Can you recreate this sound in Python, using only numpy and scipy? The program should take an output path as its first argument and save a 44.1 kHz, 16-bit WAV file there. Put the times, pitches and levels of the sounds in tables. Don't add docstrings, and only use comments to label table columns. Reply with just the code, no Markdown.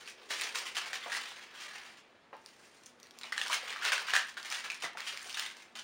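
import sys
import numpy as np
from scipy import signal
from scipy.fft import rfft, irfft, next_fast_len
from scipy.io import wavfile
from scipy.ndimage import uniform_filter1d, map_coordinates

SR = 44100
rng = np.random.default_rng(int(sys.argv[2]) if len(sys.argv) > 2 else 0)


def pcm_store(signal):
    levels = np.round(np.clip(np.atleast_2d(signal), -1, 1) * 32767)
    wavfile.write(sys.argv[1], SR, levels.astype(np.int16).T)


def ratio_of_db(decibels):
    return 10 ** (np.asarray(decibels, float) / 20)


N = 257103


def unit(x):
    return x / np.sqrt(np.mean(x ** 2) + 1e-20)


def along(points, hz):
    f, v = np.transpose(points)
    return np.interp(np.log(hz + 1), np.log(f + 1), v)


def wobble(rate):
    knots = rng.standard_normal(int(N * rate / SR) + 4)
    return map_coordinates(knots, [np.arange(N) * rate / SR])


def coloured(x, gain_db):
    m = 2 * next_fast_len(len(x) // 2 + 4096)
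    gain = ratio_of_db(gain_db(np.fft.rfftfreq(m, 1 / SR)))
    cepstrum = irfft(np.log(gain + 1e-6), m)
    cepstrum[1:m // 2] *= 2
    cepstrum[m // 2 + 1:] = 0
    return irfft(rfft(x, m) * np.exp(rfft(cepstrum)), m)[:len(x)]


def add_at(track, s, sound):
    track[round(s * SR):][:len(sound)] += sound


# (frequency [Hz], density [dB per Hz])
AIR = [(25, -21), (48, -15.5), (178, -6), (300, -3), (600, -3), (1000, -5), (2000, -9), (4000, -20),
       (8000, -29), (11000, -35), (15500, -46)]
# (frequency [Hz], level [dB rms])
HUM = [(120, -96), (212, -78), (240, -71.5), (360, -75)]
# (time [s], level [dB])
SHIFTING = [
    (0.0, -64),
    (0.45, -53),
    (1.35, -67.5),
    (2.94, -70),
    (3.44, -63),
    (4.35, -71),
    (5.83, -77),
]


def air():
    t = np.arange(N) / SR
    hum = 0
    for hz, db in HUM:
        level = ratio_of_db(db - 3.0 + 3.1 * wobble(9.9))
        hum = hum + level * np.sin(2 * np.pi * hz * t + 1.6 * wobble(11))
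    steady = ratio_of_db(-64.5) * unit(coloured(rng.standard_normal(N), lambda hz: along(AIR, hz)))
    mid_range = [(120, -42), (300, -3.5), (480, 3), (1100, -33.0)]
    shifting = unit(coloured(rng.standard_normal(N), lambda hz: along(mid_range, hz)))
    return steady + ratio_of_db(np.interp(t, *np.transpose(SHIFTING)) - 7.5) * shifting + hum


def releases(n, uneven_db):
    sizes_db = uneven_db * np.minimum(rng.exponential(size=n), 5.5)
    return unit(rng.standard_normal(n) * ratio_of_db(sizes_db))


def patchy(x, depth_db):
    z = signal.stft(x, nperseg=256)[2]
    field = uniform_filter1d(rng.standard_normal(z.shape), 5, 0)
    field = uniform_filter1d(field, 9, 1)
    return signal.istft(z * ratio_of_db(depth_db * unit(field)), nperseg=256)[1][:len(x)]


# (peak time [s], rustle level [dB], fade T60 [s], body over rustle [dB], fizz over rustle [dB])
STROKES = [(0.2, -56, 3.5, -7, -22), (0.43, -35.5, 0.81, -9, 5.5), (0.812, -41, 4.3, -15, -3),
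           (0.905, -42.5, 0.85, -6, 2), (1.03, -46, 0.42, -18, 1), (1.17, -38, 1.0, -11, 5),
           (1.47, -58.5, 0.68, -5, 7), (1.65, -48, 0.9, -16, 3), (1.72, -44.5, 0.71, -10, -3),
           (1.81, -51.5, 1.2, -7, 4), (3.27, -50.5, 1.7, -4, 1), (3.42, -47, 2.9, -10, -9),
           (3.55, -38, 0.36, -5.5, 8), (3.7, -37.5, 0.75, -10, -1), (3.79, -45, .5, -6, -6),
           (3.875, -34, 0.4, -14.5, -4), (4.009, -36.5, 0.17, -4, 6), (4.1, -32.5, 0.5, -19, -4),
           (4.27, -55.5, 0.45, -16, 12.5), (4.53, -40.5, 1.13, -10, 3.5), (4.65, -59, 0.65, 3, -1),
           (5.1, -38, 0.48, -11.5, 7.5), (5.29, -45.5, 1.7, -10, 10.5), (5.42, -38, 0.5, -15, 3)]
# (peak time [s], rustle level [dB], fade T60 [s], body over rustle [dB], fizz over rustle [dB])
JERKS = [(0.0, -44, 0.44, -15, 2.5), (2.995, -59, 2.2, -10.5, 4), (1.325, -54, 0.53, -3, 12),
         (0.085, -57.5, 0.36, -14, 21.5), (0.555, -45.5, 1.1, -2, 13), (1.063, -50.5, 0.39, 7.5, -12),
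         (1.125, -51, .7, -5, -7), (1.975, -58, 0.29, 1, 6), (2.335, -57, 0.8, 1, -20),
         (3.821, -38, 2.3, -5, -8), (3.61, -45, .6, -10, 7), (4.141, -30.5, 0.43, -6.5, -6),
         (4.838, -36.5, 0.29, -3, -3), (4.975, -41, 1.3, -13, -2), (5.57, -50.5, 0.7, -6.5, 5.5),
         (5.76, -52.5, 1, -2, -9), (3.925, -32, .4, -8, -2), (1.548, -52, .9, -10, 2),
         (0.77, -40, .35, -10, 2), (4.372, -48, .4, -6, -4), (4.65, -44, .45, -4, -6),
         (3.698, -46, .4, -10, 2), (3.33, -44, .4, -10, -4), (0.305, -42, .6, -6, 2)]


def strokes():
    s, db, fade, body_db, fizz_db = np.transpose(STROKES + JERKS)[:, :, None]
    t = np.arange(0, N + 64, 64) / SR
    rise = np.clip(0.52 * fade, .02, 0.55)
    rise[len(STROKES):] = 0.058
    slide_from, slide_to, slide_edge_s = 2.46, 2.892, 0.36
    outside = np.maximum(0, np.maximum(slide_from - t, t - slide_to))
    slide_db = -61.5 - 60 * outside / slide_edge_s
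    rest_db = -84

    def total(over_db, slide_over_db, fade_share):
        fall = np.maximum(fade_share * fade, .05)
        level_db = db + over_db - 60 * np.where(t < s, (s - t) / rise, (t - s) / fall)
        power = (ratio_of_db(level_db) ** 2).sum(axis=0)
        power = power + ratio_of_db(slide_db + slide_over_db) ** 2 + ratio_of_db(rest_db + np.min(over_db)) ** 2
        return np.interp(np.arange(N) / SR, t, 10 * np.log10(power))

    return total(0, 0, 0.74), total(body_db, -12, 0.63), total(fizz_db, 8, 0.5)


# (frequency [Hz], gain [dB])
SHEET = [(500, -36.5), (1000, -9), (1700, -0.5), (3000, -2.5), (5000, -10.5), (9000, -29)]
# (frequency [Hz], gain [dB])
BODY = [(150, -68), (400, -6.5), (800, 0.5), (1200, 2.5), (2200, -37.5)]
# (frequency [Hz], gain [dB])
FIZZ = [(2000, -31), (4500, 5), (7000, 1.5), (9500, -0.5), (11000, -6.5), (15000, -9.5)]


def rustle():
    sheet_db, body_db, fizz_db = strokes()
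    grip = np.clip((sheet_db + 76.5) / 22, .15, 1)
    clumps = ratio_of_db(grip * np.clip(2.5 * wobble(29.867) + 4.0 * wobble(140), -11, 6))

    def layer(points):
        stream = patchy(clumps * releases(N, uneven_db=3.0), depth_db=2.2)
        return unit(coloured(stream, lambda hz: along(points, hz)))

    sheet = ratio_of_db(sheet_db) * layer(SHEET)
    body = ratio_of_db(body_db) * layer(BODY)
    return sheet + body + ratio_of_db(fizz_db - 8.5) * layer(FIZZ)


def crack(t, t60):
    burst = ratio_of_db(-60 * t / t60) * (1 - np.exp(-t / 0.0002)) * rng.standard_normal(len(t))
    return burst / np.abs(burst).max()


# (time [s], crack peak [dB], pocket [Hz], shower over crack [dB])
LOOSE = [(0.0587, -40.5, 4480, -10), (0.0757, -33, 2583, -7.5), (0.3057, -30, 1890, 0),
         (0.397, -29, 2500, -9), (0.6669, -29, 3030, -11), (0.7678, -21, 3100, -9), (0.8589, -33, 2300, -5),
         (0.9311, -22, 1760, -14), (1.1494, -24, 1920, -10.5), (1.3188, -38, 980, -10),
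         (1.426, -38.5, 2300, -8), (1.55, -42, 1630, -10), (1.6002, -42.5, 2440, 3),
         (1.682, -34, 1920, -12), (1.7497, -40, 2840, -3), (1.857, -42, 1760, -14),
         (0.0105, -43, 1900, -10), (0.5522, -37, 1810, -12), (0.9435, -28.5, 1880, -12),
         (1.13, -32, 1920, -16), (1.191, -35, 1900, -17)]
# (time [s], crack peak [dB], shower over crack [dB],
# shower T60 [s])
FLAT = [(0.2982, -35.5, -0.5, 0.55), (0.412, -21.5, -15, 0.25), (0.5483, -24.5, -7, 0.25),
        (0.656, -29.5, -6, 0.16), (0.749, -30.5, -3, 0.097), (0.7777, -22, -10, 0.07),
        (0.9425, -26.5, -8, 0.065), (1.6191, -37, -4, 0.13), (1.916, -44, -10, 0.17),
        (1.9709, -46, -2, 0.11), (3.2125, -30, -20, 0.15), (3.3645, -33, -7, 0.15),
        (3.5303, -13.5, -11, 0.07), (3.5438, -16, -17, 0.12), (4.2847, -33, -11, 0.11),
        (4.515, -24, -11, 0.14), (4.524, -22, -19, 0.1), (4.59, -30, -12, 0.15), (4.7493, -31, -18, 0.17),
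        (4.802, -35, -8, 0.11), (4.8225, -27, -9, 0.06), (4.8357, -23.5, -9.5, 0.069),
        (5.004, -32.5, -15, 0.13), (5.1737, -25, -19, .17), (5.2447, -35, -14, 0.17),
        (5.2952, -27.5, -14, 0.25), (5.396, -27, -10.5, 0.22), (5.568, -37, -20, 0.26),
        (5.7886, -31, -10, 0.095), (0.2572, -50, -10, .08), (1.028, -37, -10, .08), (1.7815, -36, -16, .06),
        (1.8623, -41.5, -8, 0.094), (3.2956, -41, -16, .06), (3.3313, -30, -14, .06),
        (3.6565, -32.5, -14, .08), (4.2122, -28, -14, .06), (4.2909, -34.5, -15, 0.07),
        (4.4487, -32.5, -7, .08), (4.9325, -43, -11, .06), (5.0662, -31, -15, 0.053), (5.3706, -25, -8, .1),
        (5.5116, -35, -9, 0.068), (5.611, -45, -12, 0.084), (3.877, -23, -7, 0.069),
        (3.931, -20, -21, 0.055), (0.7838, -24, -17, 0.052), (1.1265, -26, -15, .06),
        (4.559, -27, -12, .06)]
# (time [s], crack peak [dB], pocket [Hz], shower over crack [dB])
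POPS = [
    (1.1194, -29, 1880, -2),
    (3.2406, -36.5, 2260, -13),
    (3.3259, -26.5, 1860, -26),
    (3.7614, -32.5, 1270, -10.5),
    (3.8217, -32, 1570, -3.5),
    (4.0846, -31.5, 1500, -9),
    (4.1362, -17, 1750, -9),
    (4.3696, -37, 1596, -2),
    (4.7008, -27, 2420, -11.5),
    (4.8427, -30, 2030, -6),
]
# (time [s], crack peak [dB], pocket [Hz], shower over crack [dB])
PEELED = [(3.2338, -29, 3900, -18), (3.3223, -27, 1380, -19), (3.3788, -19.5, 1700, -20.5),
          (3.4143, -20, 1800, -15), (3.4625, -29, 1450, -7), (3.4994, -27.5, 1080, -6.5),
          (3.5136, -24, 1310, -7), (3.695, -30.5, 2960, -14), (3.7264, -29, 1920, -31),
          (3.83, -28, 2950, -7), (3.8455, -23.5, 1820, -3.5), (3.9203, -13.5, 1620, -14),
          (3.9792, -24.5, 1570, -12.5), (4.0688, -33, 1780, -8), (4.1052, -25, 2880, -25),
          (4.1526, -15.5, 1650, -16), (4.1637, -14, 1747, -16), (4.4566, -35, 2150, -8),
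          (4.546, -27, 2940, -16), (4.6403, -34, 1700, -3), (4.9721, -31, 1380, -17),
          (5.0721, -30.5, 3180, -3), (5.3438, -29, 3700, -8), (5.3722, -34, 1590, -11),
          (5.462, -28, 3630, -32), (5.5009, -36, 2130, -32), (5.7536, -33, 3110, -7),
          (3.5283, -22, 1520, -17), (4.1755, -24, 1700, -21), (4.185, -27, 1540, -25),
          (4.196, -28, 1590, -21), (4.21, -27, 1770, -28), (4.3815, -40, 1600, -11),
          (4.399, -39, 1600, -11), (4.7065, -30, 2430, -21), (5.2865, -40, 1486, -13),
          (5.3795, -37, 1690, -14), (5.4225, -32, 2030, -9), (5.5795, -54, 1500, -17),
          (5.621, -48, 2100, -15), (5.7635, -37, 1500, -14)]


def creases():
    snapped = [(s, db, 2340, -34, shower_db, t60) for s, db, shower_db, t60 in FLAT]
    for rows, ring_db, t60 in [(LOOSE, 0.5, 0.1), (PEELED, 1, 0.14), (POPS, 7.5, 0.1)]:
        snapped += [(s, db, hz, ring_db, shower_db, t60) for s, db, hz, shower_db in rows]
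    return snapped


# (frequency [Hz], gain [dB])
CRACK = [(300, -34.5), (800, -6.5), (1700, 1), (3000, 2), (6000, -4.5), (9500, -11.5), (11000, -14),
         (15000, -20)]


def snaps():
    cracks, pockets = np.zeros(N + SR), np.zeros(N + SR)
    t = np.arange(SR // 3) / SR
    short = t[:SR // 40]
    stutter = np.tile(wobble(260), 2)
    for s, db, hz, pocket_db, shower_db, t60 in creases():
        swell = 1 - np.exp(-t / 0.0051)
        sparse = np.clip(-shower_db / 14, .3, 1.3)
        lumps = ratio_of_db(np.clip(3.8 * sparse * stutter[round(s * SR):][:len(t)], -14, 8))
        fade = ratio_of_db(shower_db - 60 * t / max(t60, .02))
        shower = fade * swell * lumps * releases(len(t), uneven_db=3.5)
        add_at(cracks, s, ratio_of_db(db) * (crack(t, t60=0.008) + shower))

        second_hz = hz * rng.uniform(0.88, 1.21)
        pair = np.sin(2 * np.pi * hz * short) + 0.5 * np.sin(2 * np.pi * second_hz * short)
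        ring = ratio_of_db(-60 * short / 0.011) * (1 - np.exp(-short / 0.00094)) * pair
        push = (t == 0) + 0.13 * shower
        add_at(pockets, s, ratio_of_db(db + pocket_db) * signal.fftconvolve(push, ring)[:len(t)])
    return coloured(cracks[:N], lambda hz: along(CRACK, hz) + 4), pockets[:N]


# (time [s], peak [dB], knock [Hz], thud over knock [dB])
KNOCKS = [(0.417, -42, 1043, -18), (0.766, -39.5, 1014, -8), (1.058, -34.5, 710, -18),
          (2.328, -36.5, 786, -19), (3.239, -46, 905, -19), (3.498, -39, 1010, -22), (3.629, -42, 720, -13),
          (4.369, -52.5, 1095, -14), (4.838, -35.5, 986, -4.5), (4.849, -37, 1204, -15),
          (4.949, -43.5, 752, -9), (5.257, -45.5, 654, -21), (0.303, -42.5, 605, -8),
          (0.931, -44.5, 743, -15), (3.385, -49, 785, -12), (3.463, -42.5, 850, -16),
          (3.938, -42, 800, -20), (4.157, -42, 713, -10), (4.976, -45, 810, -14)]


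def knocks():
    top, t = np.zeros(N + SR), np.arange(SR // 4) / SR
    for s, db, hz, thud_db in KNOCKS:
        modes = 0
        for ratio in (.7, 1, 1.15):
            modes = modes + ratio_of_db(rng.normal(0, 0.68)) * np.sin(2 * np.pi * hz * ratio * t)
        dull = [(250, -30), (hz, 8), (1.6 * hz, -4), (3.2 * hz, -8), (6 * hz, -40)]
        scuff = coloured(rng.standard_normal(len(t)), lambda f: along(dull, f))
        low_modes = [(150, 1), (330, 0.86), (480, 0.74)]
        thud = ratio_of_db(thud_db) * sum(a * np.sin(2 * np.pi * f * t) for f, a in low_modes)
        envelope = ratio_of_db(db - 2.5 - 60 * t / 0.055) * (1 - np.exp(-t / 0.0027))
        add_at(top, s, envelope * (0.66 * modes + 3.5 * scuff + thud))
    return top[:N]


# (time [s], peak [dB], centre [Hz])
TICKS = [(0.412, -22, 5100), (0.5868, -26.5, 6670), (0.8484, -41, 4500), (0.879, -43, 4600),
         (2.367, -51, 8500), (2.4514, -53, 9050), (2.461, -34.5, 4860), (2.836, -47, 5570),
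         (2.8605, -37, 6000), (2.865, -39.5, 6250), (3, -43, 2980), (3.0305, -40, 6000),
         (3.0696, -43, 4200), (3.109, -38.5, 3300), (3.1875, -34.5, 4800), (3.421, -40, 4500),
         (3.438, -32, 5140), (3.4814, -27, 4600), (3.497, -32, 5560), (4.342, -44, 5490),
         (4.429, -32, 4470), (4.4584, -33, 4640), (4.5015, -28, 5100), (4.7448, -35, 5450),
         (4.9823, -31.5, 5000), (5.005, -29, 4600), (5.217, -39, 7380), (5.229, -36, 6400),
         (5.328, -35, 5300), (5.3958, -22, 5100)]


def ticks():
    bonds, t = np.zeros(N + SR), np.arange(SR // 50) / SR
    for s, db, hz in TICKS:
        tone = 0.31 * ratio_of_db(-60 * t / 0.0057) * np.sin(2 * np.pi * hz * t)
        bright = [(.25 * hz, -7), (0.88 * hz, 1.5), (2.9 * hz, -3)]
        snap = coloured(crack(t, t60=0.0047), lambda f: along(bright, f))
        add_at(bonds, s, ratio_of_db(db + 3.0) * (snap + tone))
    plastic = [(800, -11), (2500, 3), (5500, 3.5), (15000, -3.5)]
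    return coloured(bonds[:N], lambda hz: along(plastic, hz))


# (frequency [Hz], T60 [s])
ROOM = [(300, 0.24), (2000, 0.36), (6000, 0.23), (14000, 0.14)]
# (delay [s], level [dB])
WALLS = [(.0045, -13), (.0095, -13.5), (0.015, -22), (0.029, -12)]


def room(x):
    heard, hop = np.zeros(N + SR), SR // 25
    noise = rng.standard_normal((N // hop + 1, SR // 4))
    hz, t, z = signal.stft(noise, SR, nperseg=256)
    decay = ratio_of_db(-60 * t / along(ROOM, hz)[:, None])
    tails = signal.istft(z * decay, SR, nperseg=256)[1]
    tails *= 1 - np.exp(-np.arange(tails.shape[1]) / (0.00085 * SR))
    tails *= ratio_of_db(-4.5) / np.linalg.norm(tails, axis=1, keepdims=True)
    for delay, db in WALLS:
        tails[:, round(delay * SR)] += ratio_of_db(db) * rng.uniform(-1.15, 1, len(tails))
    pieces = np.pad(x, (0, len(tails) * hop - N)).reshape(-1, hop)
    for k, answer in enumerate(signal.fftconvolve(pieces, tails, axes=1)):
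        heard[k * hop:][:len(answer)] += answer
    return heard[:N]


# (frequency [Hz], gain [dB])
NO_BASS = [(40, -44), (120, -14), (300, -1)]


def scene():
    rubbing = ratio_of_db(-5.0) * rustle()
    cracks, pockets = ratio_of_db(2.0) * np.array(snaps())
    near = rubbing + cracks + ratio_of_db(2.0) * knocks()
    beads = ticks()
    heard = near + pockets + beads + room(near + 0.8 * pockets + 0.75 * beads)
    return (coloured(heard, lambda hz: along(NO_BASS, hz)) + air())[None]


def band_limit(x):
    return signal.sosfilt(signal.butter(12, 16650, fs=SR, output="sos"), x)


# (centre [Hz], width [Hz], depth [dB])
DIPS = [(7870, 490, -6), (12000, 2700, -17)]


def record(dry):
    def response(hz):
        dips = sum(db * np.exp(-(2 * (hz - centre) / width) ** 2) for centre, width, db in DIPS)
        first_step = -33 * np.clip((hz - 15850) / 60, 0, 1)
        last_step = -50 * np.clip((hz - 16520) / 80, 0, 1)
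        return dips + first_step + last_step

    mix = coloured(dry[0], response)[None]
    return band_limit(mix)


dry = scene()
out = record(dry)
pcm_store(out)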